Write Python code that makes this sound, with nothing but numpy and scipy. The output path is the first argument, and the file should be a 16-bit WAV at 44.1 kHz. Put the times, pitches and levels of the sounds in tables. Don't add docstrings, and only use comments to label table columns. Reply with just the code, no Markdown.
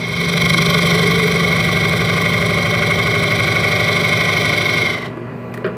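import sys
import numpy as np
from scipy import signal
from scipy.fft import rfft, irfft, next_fast_len
from scipy.io import wavfile
from scipy.ndimage import uniform_filter1d

SR = 44100
rng = np.random.default_rng(int(sys.argv[2]) if len(sys.argv) > 2 else 0)


def wav_record(signal):
    frames = np.transpose(np.atleast_2d(signal))
    bounded = np.clip(frames, -1, 1)
    quanta = np.round(bounded * 32767).astype(np.int16)
    wavfile.write(sys.argv[1], SR, quanta)


def linear_from_db(decibels):
    return 10 ** (np.asarray(decibels, float) / 20)


N = 254445
TIME = np.arange(N) / SR

# time_s, speed_turns_per_s
SPINDLE = [(0, 12.211), (0.3, 12.187), (0.6, 12.18), (1, 12.189), (1.5, 12.215), (2, 12.246), (2.5, 12.271),
           (3, 12.287), (3.5, 12.294), (4, 12.298), (4.5, 12.31), (5, 12.335), (5.8, 12.335)]
# time_s, level_db
FEED = [(0, -24.5), (.1, -23.5), (.22, -20), (.4, -17.5), (.6, -16.5), (.9, -16), (1.3, -17.5),
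        (1.9, -17.5), (2.6, -17.5), (3.2, -17.5), (3.7, -17), (4.3, -17), (4.8, -18), (4.92, -19.5),
        (5.02, -25.5), (5.1, -24.5)]
# full_feed_db, feed_follow_ratio, per_depth_db, mid_hole_db, lift_db
PARTS = dict(table=(-17.5, 1.24, -6.5, 1.5, -3), board=(-21.5, 1.5, 0, 0.36, 3),
         shank=(-19.5, 1.13, 1.5, -2, -6), rim=(-27.5, 1.46, 2.5, 0, 7), chips=(-21.5, 1.5, -3, -4, -6),
         fizz=(-35.5, 1.9, -4, -1.5, -13))
# pitch_hz, width_hz, level_db, polarity
BOARD_MODES = [(220, 16, -19, 0.55), (360.3, 78, -3, -0.52), (397.7, 53.8, -0.5, 1),
               (419.7, 43.5, 2, -0.69), (500, 81, -5, 0.18)]
WALL_MODES = [(586, 35, -1.5, 0.45), (770, 99, -16.5, -0.93), (859, 83, -21.5, 0.69)]
FACE_MODES = [(1078, 66.5, -7, -0.83), (1193, 127, -10, 0.63), (1445, 91, -13.5, -0.85),
              (1597, 80, -18.5, 1)]
SHANK_MODES = [(2162, 85, 0, 1), (2390, 330, -13, -1)]
RIM_MODES = [(1962, 69, -1.7, 1), (3102, 110, -11.5, -0.74), (3880, 270, -18, 0.88)]
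CHIP_MODES = [(3100, 124, 1.4, 0.65), (3232, 160, 0.5, -1.06), (3570, 137, -0.5, 1),
              (4029, 132, 0.9, -0.82), (4436, 120, -10.5, 1), (4747, 134, -6, -0.94), (5510, 220, -5, 0.68),
              (5822, 290, -10.5, -1.22), (6150, 720, -20.5, 0.75)]
FIZZ_MODES = [(7000, 90, -3, 1), (7680, 220, 4, 0.9), (8400, 580, -5, -0.81), (8930, 250, 3.5, -1.03),
              (9930, 330, -1, 0.38), (10070, 320, 1.3, 0.8), (10900, 190, 2, -1.1), (11300, 430, -1.5, -1),
              (12200, 400, -16, 1), (12540, 260, 5.5, 1), (12500, 830, -2.5, -1.4),
              (14100, 640, -1.5, -0.89), (15200, 520, -1.5, 1)]
# pitch_hz, width_hz, removed_share
DIPS = [(926, 180, 0.32), (1802, 140, 0.77), (2750, 450, 0), (5100, 270, 0.11), (6550, 250, 0.2),
        (7150, 83, 0), (9600, 250, 0.45), (13900, 400, 0.2)]
# spindle_order, shallow_db, deep_db
SHAKE = [(5, -55, -54), (6, -35, -43), (7, -41, -47), (8, -36, -31), (9, -39, -31), (10, -32, -36),
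         (11, -32, -41), (12, -26, -30), (13, -31, -40), (14, -20, -29.5), (15, -38, -48), (16, -33, -38),
         (17, -41, -45), (18, -52, -50)]
OPPOSED_ORDERS = (5, 6, 7, 8, 10, 15, 16, 17, 18)
MIDWAY_DB = {7: 5, 9: 7}
# start_s, level_db, brightness_0_1, rattle_s
KNOCKS = [
    (5.102, -39, 0.9, 0.004),
    (5.172, -26, .3, .004),
    (5.54, -20.5, 1, 0.01),
    (5.387, -52, 0.9, .02),
    (5.571, -40, .99, .002),
    (5.575, -16.5, 0.44, 0.0037),
    (5.643, -10.5, 0.03, 0.0054),
    (5.648, -15.5, 0, 0.013),
    (5.663, -20, 0.3, 0.01),
    (5.675, -24, 0, 0.014),
]
# pitch_hz, width_hz, level_db, polarity
HEAD_MODES = [(379, 34, 8, 0.92), (453, 114, 4, -0.82), (622, 41, 0.5, 1), (790, 290, -19, 0.13),
              (1146, 92, -4, -1.17), (1410, 270, -7, 0.98), (1860, 120, -12, -1.23), (2450, 210, -18, 0.76),
              (3250, 730, -30.5, -1.44), (2780, 400, -29, 0.58), (4860, 680, -30, 0.45)]
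NUT_MODES = [(1210, 380, 1, 0.97), (1960, 220, 6.5, -1), (2570, 400, -0.5, 1), (4540, 3300, -11.5, -0.81),
             (9000, 2800, -14, 1), (14000, 3000, -17, -0.87)]
# centre_s, level_db, pitch_hz,
# length_s
GROANS = [(5.165, -27, 350, 0.047), (5.36, -29, 156, 0.094), (5.463, -38, 190, 0.22),
          (5.68, -28, 183, 0.091), (5.765, -29, 450, 0.084), (4.5, -36, 305, 0.15), (5.43, -67, 14200, .2),
          (5.522, -56, 14000, .008), (5.577, -50, 15200, .008), (5.2, -66.5, 4560, .9),
          (5.6, -64, 4100, .8), (1.17, -22, 432, 0.76)]
# pitch_hz, density_db_per_hz
IDLE = [(70, -10.5), (170, 2), (280, -8), (400, 1), (600, -9.5), (2600, -23), (4000, -43.5), (15500, -54)]
# pitch_hz, level_db
HUM = [(120, -33.5), (240, -35.5), (393, -40.5), (630, -42.5), (981, -49), (1012, -49.5), (1145, -48),
       (1389, -54), (1685, -54), (1970, -51), (2080, -65), (2440, -55)]

SHALLOW, DEEP = 0.2, 0.78
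FULL_FEED_DB = -17
BOTTOM_S, LIFT_S = 4.82, 0.24
POINT_S = 0.3
SHARP, SCORE_SHARP, SCORE_S, SCORE_WIDTH_S = 0.62, 1.05, 0.52, 0.5
LEAD, KNOT_LEAD, KNOT_S, KNOT_WIDTH_S = 0.12, 0.52, 2.7, 0.91
REPEAT, GUIDED_REPEAT, GUIDE_S, GUIDE_RISE_S = 0.08, 0.85, 0.51, 1.66
SLACK_HZ = 176.6


def cut():
    angle = turns()
    sharp, lead, repeat = manner()
    slack_hz = SLACK_HZ * lift()

    grain = fibres(angle, repeat, 4.4, 0.0025)
    board = ring(grain * bite(angle, 0.12 * sharp, 0.14 * lead, 0.016), BOARD_MODES)
    board += ring(grain * linear_from_db(5.1 * (repeat - 0.56)), WALL_MODES)
    board += ring(grain * bite(angle, 0.68 * sharp, 0.3 * lead, 0.538), FACE_MODES)

    shank = fibres(angle, 1.02 * repeat, 1.17, 0.0025) * bite(angle, 0.37 * sharp, 0.42 * lead, 0.572)
    shank = ring(shank, SHANK_MODES)
    shank = ring(shank, [(1940, 1200, 0, 1)])

    rim = fibres(angle, 0.79 * repeat, 3.2, 0.002) * bite(angle, 0.72 * sharp, 0.5 * lead, 0.5)
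    rim = ring(rim, RIM_MODES)

    chips = fibres(angle, 0.5 * repeat, 3.5, 0.0015) * bite(angle, 0.5 * sharp, 0.15 * lead, 0.045, skew=0.55)
    chips = ring(chips, CHIP_MODES)

    fizz = sum(tearing(angle, sharp, lead, repeat, modes) for modes in (FIZZ_MODES[:7], FIZZ_MODES[7:]))

    catch = fibres(angle, repeat, 6.0, 0.0019) * bite(angle, 0.5 * sharp, 9 * lead + 3.8 * depth(), 0.534)
    catch = ring(catch, FACE_MODES[2:] + [(2200, 120, -7.5, -0.95), (3640, 130, -18.0, 0.71)])

    layers = [
        (board, level("board")),
        (lowered(shank, slack_hz), level("shank")),
        (rim, level("rim")),
        (catch, level("board") - 23.0 + 14 * repeat),
        (lowered(chips, 1.4 * slack_hz), level("chips")),
        (fizz, level("fizz")),
    ]
    mix = sum(evened(sound) * linear_from_db(level_db) for sound, level_db in layers)
    return clamped(mix) * contact()


def fibres(angle, repeat, spread_db, slip_turns):
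    size, count = 3600, int(angle[-1]) + 3
    snaps = rng.standard_normal((count, size))
    snaps = snaps * linear_from_db(spread_db * np.minimum(rng.exponential(1, (count, size)), 5))
    keep = np.clip(np.interp(np.arange(count), angle, repeat), 0, 0.98)
    for k in range(1, count):
        snaps[k] = keep[k] * snaps[k - 1] + np.sqrt(1 - keep[k] ** 2) * snaps[k]
    place = np.round((angle + 1 + slip_turns * drift(6)) * size).astype(int)
    return snaps.ravel()[place]


def bite(angle, sharp, lead, at_turns, skew=1.0):
    phase = 2 * np.pi * (angle - at_turns)
    both_lips = sharp * np.cos(2 * phase - skew * np.cos(2 * phase))
    swell = np.exp(both_lips + lead * np.cos(phase))
    return swell / np.sqrt(uniform_filter1d(swell ** 2, size=3600))


def tearing(angle, sharp, lead, repeat, modes):
    tears = evened(fibres(angle, 0.4 * repeat, 6.2, 0.0015)) * linear_from_db(2.2 * drift(20))
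    tears = tears * bite(angle, 1.08 * sharp, 0.18 * lead, 0.04, skew=0.47)
    return ring(0.62 * rng.standard_normal(N) + tears, modes)


def turns():
    return np.cumsum(curves(SPINDLE)[0]) / SR - 0.0127


def manner():
    sharp = SHARP * np.clip(TIME / POINT_S, 0.2, 1)
    sharp += SCORE_SHARP * np.exp(-(np.log(TIME / SCORE_S + 1e-3) / SCORE_WIDTH_S) ** 2)
    lead = LEAD + KNOT_LEAD * np.exp(-((TIME - KNOT_S) / KNOT_WIDTH_S) ** 2)
    guided = np.clip((TIME - GUIDE_S) / GUIDE_RISE_S, 0, 1)
    return sharp, lead, REPEAT + (GUIDED_REPEAT - REPEAT) * guided


def depth():
    return np.clip(TIME / BOTTOM_S, 0, 1)


def lift():
    return np.clip((TIME - BOTTOM_S) / LIFT_S, 0, 1)


def contact():
    return np.clip((5.1 - TIME) / 0.041, 0, 1)


def level(part):
    full_db, follow, deep_db, mid_db, lift_db = PARTS[part]
    feed_db = curves(FEED)[0] - FULL_FEED_DB
    hole_db = deep_db * depth() + mid_db * np.sin(np.pi * depth())
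    return full_db + follow * feed_db + hole_db + lift_db * lift() ** 2


def clamped(x):
    for hz, width_hz, share in DIPS:
        x = x - np.clip(share, 0, 1) * ring(x, [(hz, width_hz, 0, 1)])
    return x


def lowered(x, hz):
    analytic = signal.hilbert(x, next_fast_len(N))[:N]
    return (analytic * np.exp(-2j * np.pi * np.cumsum(hz) / SR)).real


def shake(angle, level_db):
    out = np.zeros(N)
    midway = np.sin(np.pi * np.clip((depth() - SHALLOW) / (DEEP - SHALLOW), 0, 1))
    for order, *ends_db in SHAKE:
        lag_turns = 0.625 * order + 0.25 + 0.5 * (order in OPPOSED_ORDERS)
        order_db = np.interp(depth(), [SHALLOW, DEEP], ends_db)
        order_db = order_db + midway * MIDWAY_DB.get(order, 0) + 0.9 * drift(0.98)
        out += linear_from_db(order_db) * np.cos(2 * np.pi * (order * angle + lag_turns))
    out /= np.sqrt(uniform_filter1d(out ** 2, size=14400))
    rumble = ring(rng.standard_normal(N), [(82, 48, 0, 0.97), (115, 42, -4.0, -1.4), (165, 36, -7.0, 0.11)])
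    return linear_from_db(level_db) * (out + linear_from_db(-16) * evened(rumble))


def knocks():
    dull, bright = np.zeros((2, N))
    rattle = evened(rng.standard_normal(N) * linear_from_db(1.7 * rng.exponential(1, N)))
    for start_s, level_db, brightness, rattle_s in KNOCKS:
        decay = (TIME >= start_s) * np.exp(-np.maximum(TIME - start_s, 0) / rattle_s)
        blow = decay * rattle * linear_from_db(level_db)
        share = np.clip(brightness, 0, 1)
        dull += (1 - share) * blow
        bright += share * blow
    return linear_from_db(17.5) * ring(dull, HEAD_MODES) + linear_from_db(1) * ring(bright, NUT_MODES)


def groans():
    out = np.zeros(N)
    for centre_s, level_db, hz, length_s in GROANS:
        first = max(int((centre_s - 2 * length_s) * SR), 0)
        at = slice(first, int((centre_s + 2 * length_s) * SR))
        mode = [(hz, 0.11 * hz, 0, 1)]
        rub = evened(ring(ring(rng.standard_normal(N)[at], mode), mode))
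        out[at] += linear_from_db(level_db) * rub * np.exp(-((TIME[at] - centre_s) / (0.5 * length_s)) ** 2)
    return out


def motor():
    frames, bins_hz = N // 256 + 5, np.fft.rfftfreq(1024, 1 / SR)
    a, b, patches = rng.standard_normal((frames, 513, 3)).T
    patches = uniform_filter1d(patches, size=4, axis=0)
    patches = evened(uniform_filter1d(patches, size=10, axis=1))
    hz, db = np.transpose(IDLE)
    whirr_db = np.interp(np.log(bins_hz + 1), np.log(hz + 1), db)[:, None] + 1.7 * patches
    whirr = signal.istft((a + 1j * b) * linear_from_db(whirr_db), nperseg=1024, noverlap=768)[1][:N]
    lines = np.zeros(N)
    for line_hz, line_db in HUM:
        lines += linear_from_db(line_db + 1.1 * drift(5.5)) * np.sin(2 * np.pi * (line_hz * TIME + rng.random()))
    return evened(whirr) * linear_from_db(-30) + np.sqrt(2) * lines


def shop(x):
    t = np.arange(SR // 3) / SR
    sparse = rng.choice([-1., 1.], len(t)) * (rng.random(len(t)) < 0.05)
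    taps = sparse * linear_from_db(-60 * t / 0.41) * (t > 0.004)
    return signal.fftconvolve(x, taps / np.linalg.norm(taps))[:N]


def ring(force, modes):
    size = next_fast_len(len(force) + 8192)
    f = np.fft.rfftfreq(size, 1 / SR)
    body = 0
    for hz, width_hz, db, sign in modes:
        damping = 1j * f * width_hz
        body = body + sign * linear_from_db(db) * damping / (hz ** 2 - f ** 2 + damping)
    return irfft(rfft(force, size) * body, size)[:len(force)]


def drift(hz):
    return evened(signal.lfilter(*signal.butter(2, hz, fs=SR), rng.standard_normal(N)))


def evened(x):
    return x / np.sqrt(np.mean(x ** 2) + 1e-20)


def curves(rows):
    s, *columns = np.transpose(rows)
    return [np.interp(TIME, s, c) for c in columns]


def scene():
    near = cut() + knocks() + groans()
    table = shake(turns(), level("table")) * contact()
    return (near + linear_from_db(-12.5) * shop(near) + table + motor())[None]


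def roll_off(x):
    return signal.sosfilt(signal.butter(12, 15810, fs=SR, output="sos"), x)


def record(dry):
    thin = signal.lfilter(*signal.butter(2, 60, "high", fs=SR), dry)
    full = 1.299 * np.tanh(thin / 1.308)
    limited = signal.oaconvolve(full, signal.firwin(401, 15490, fs=SR)[None], "same")
    return roll_off(limited)


dry = scene()
out = record(dry)
wav_record(out)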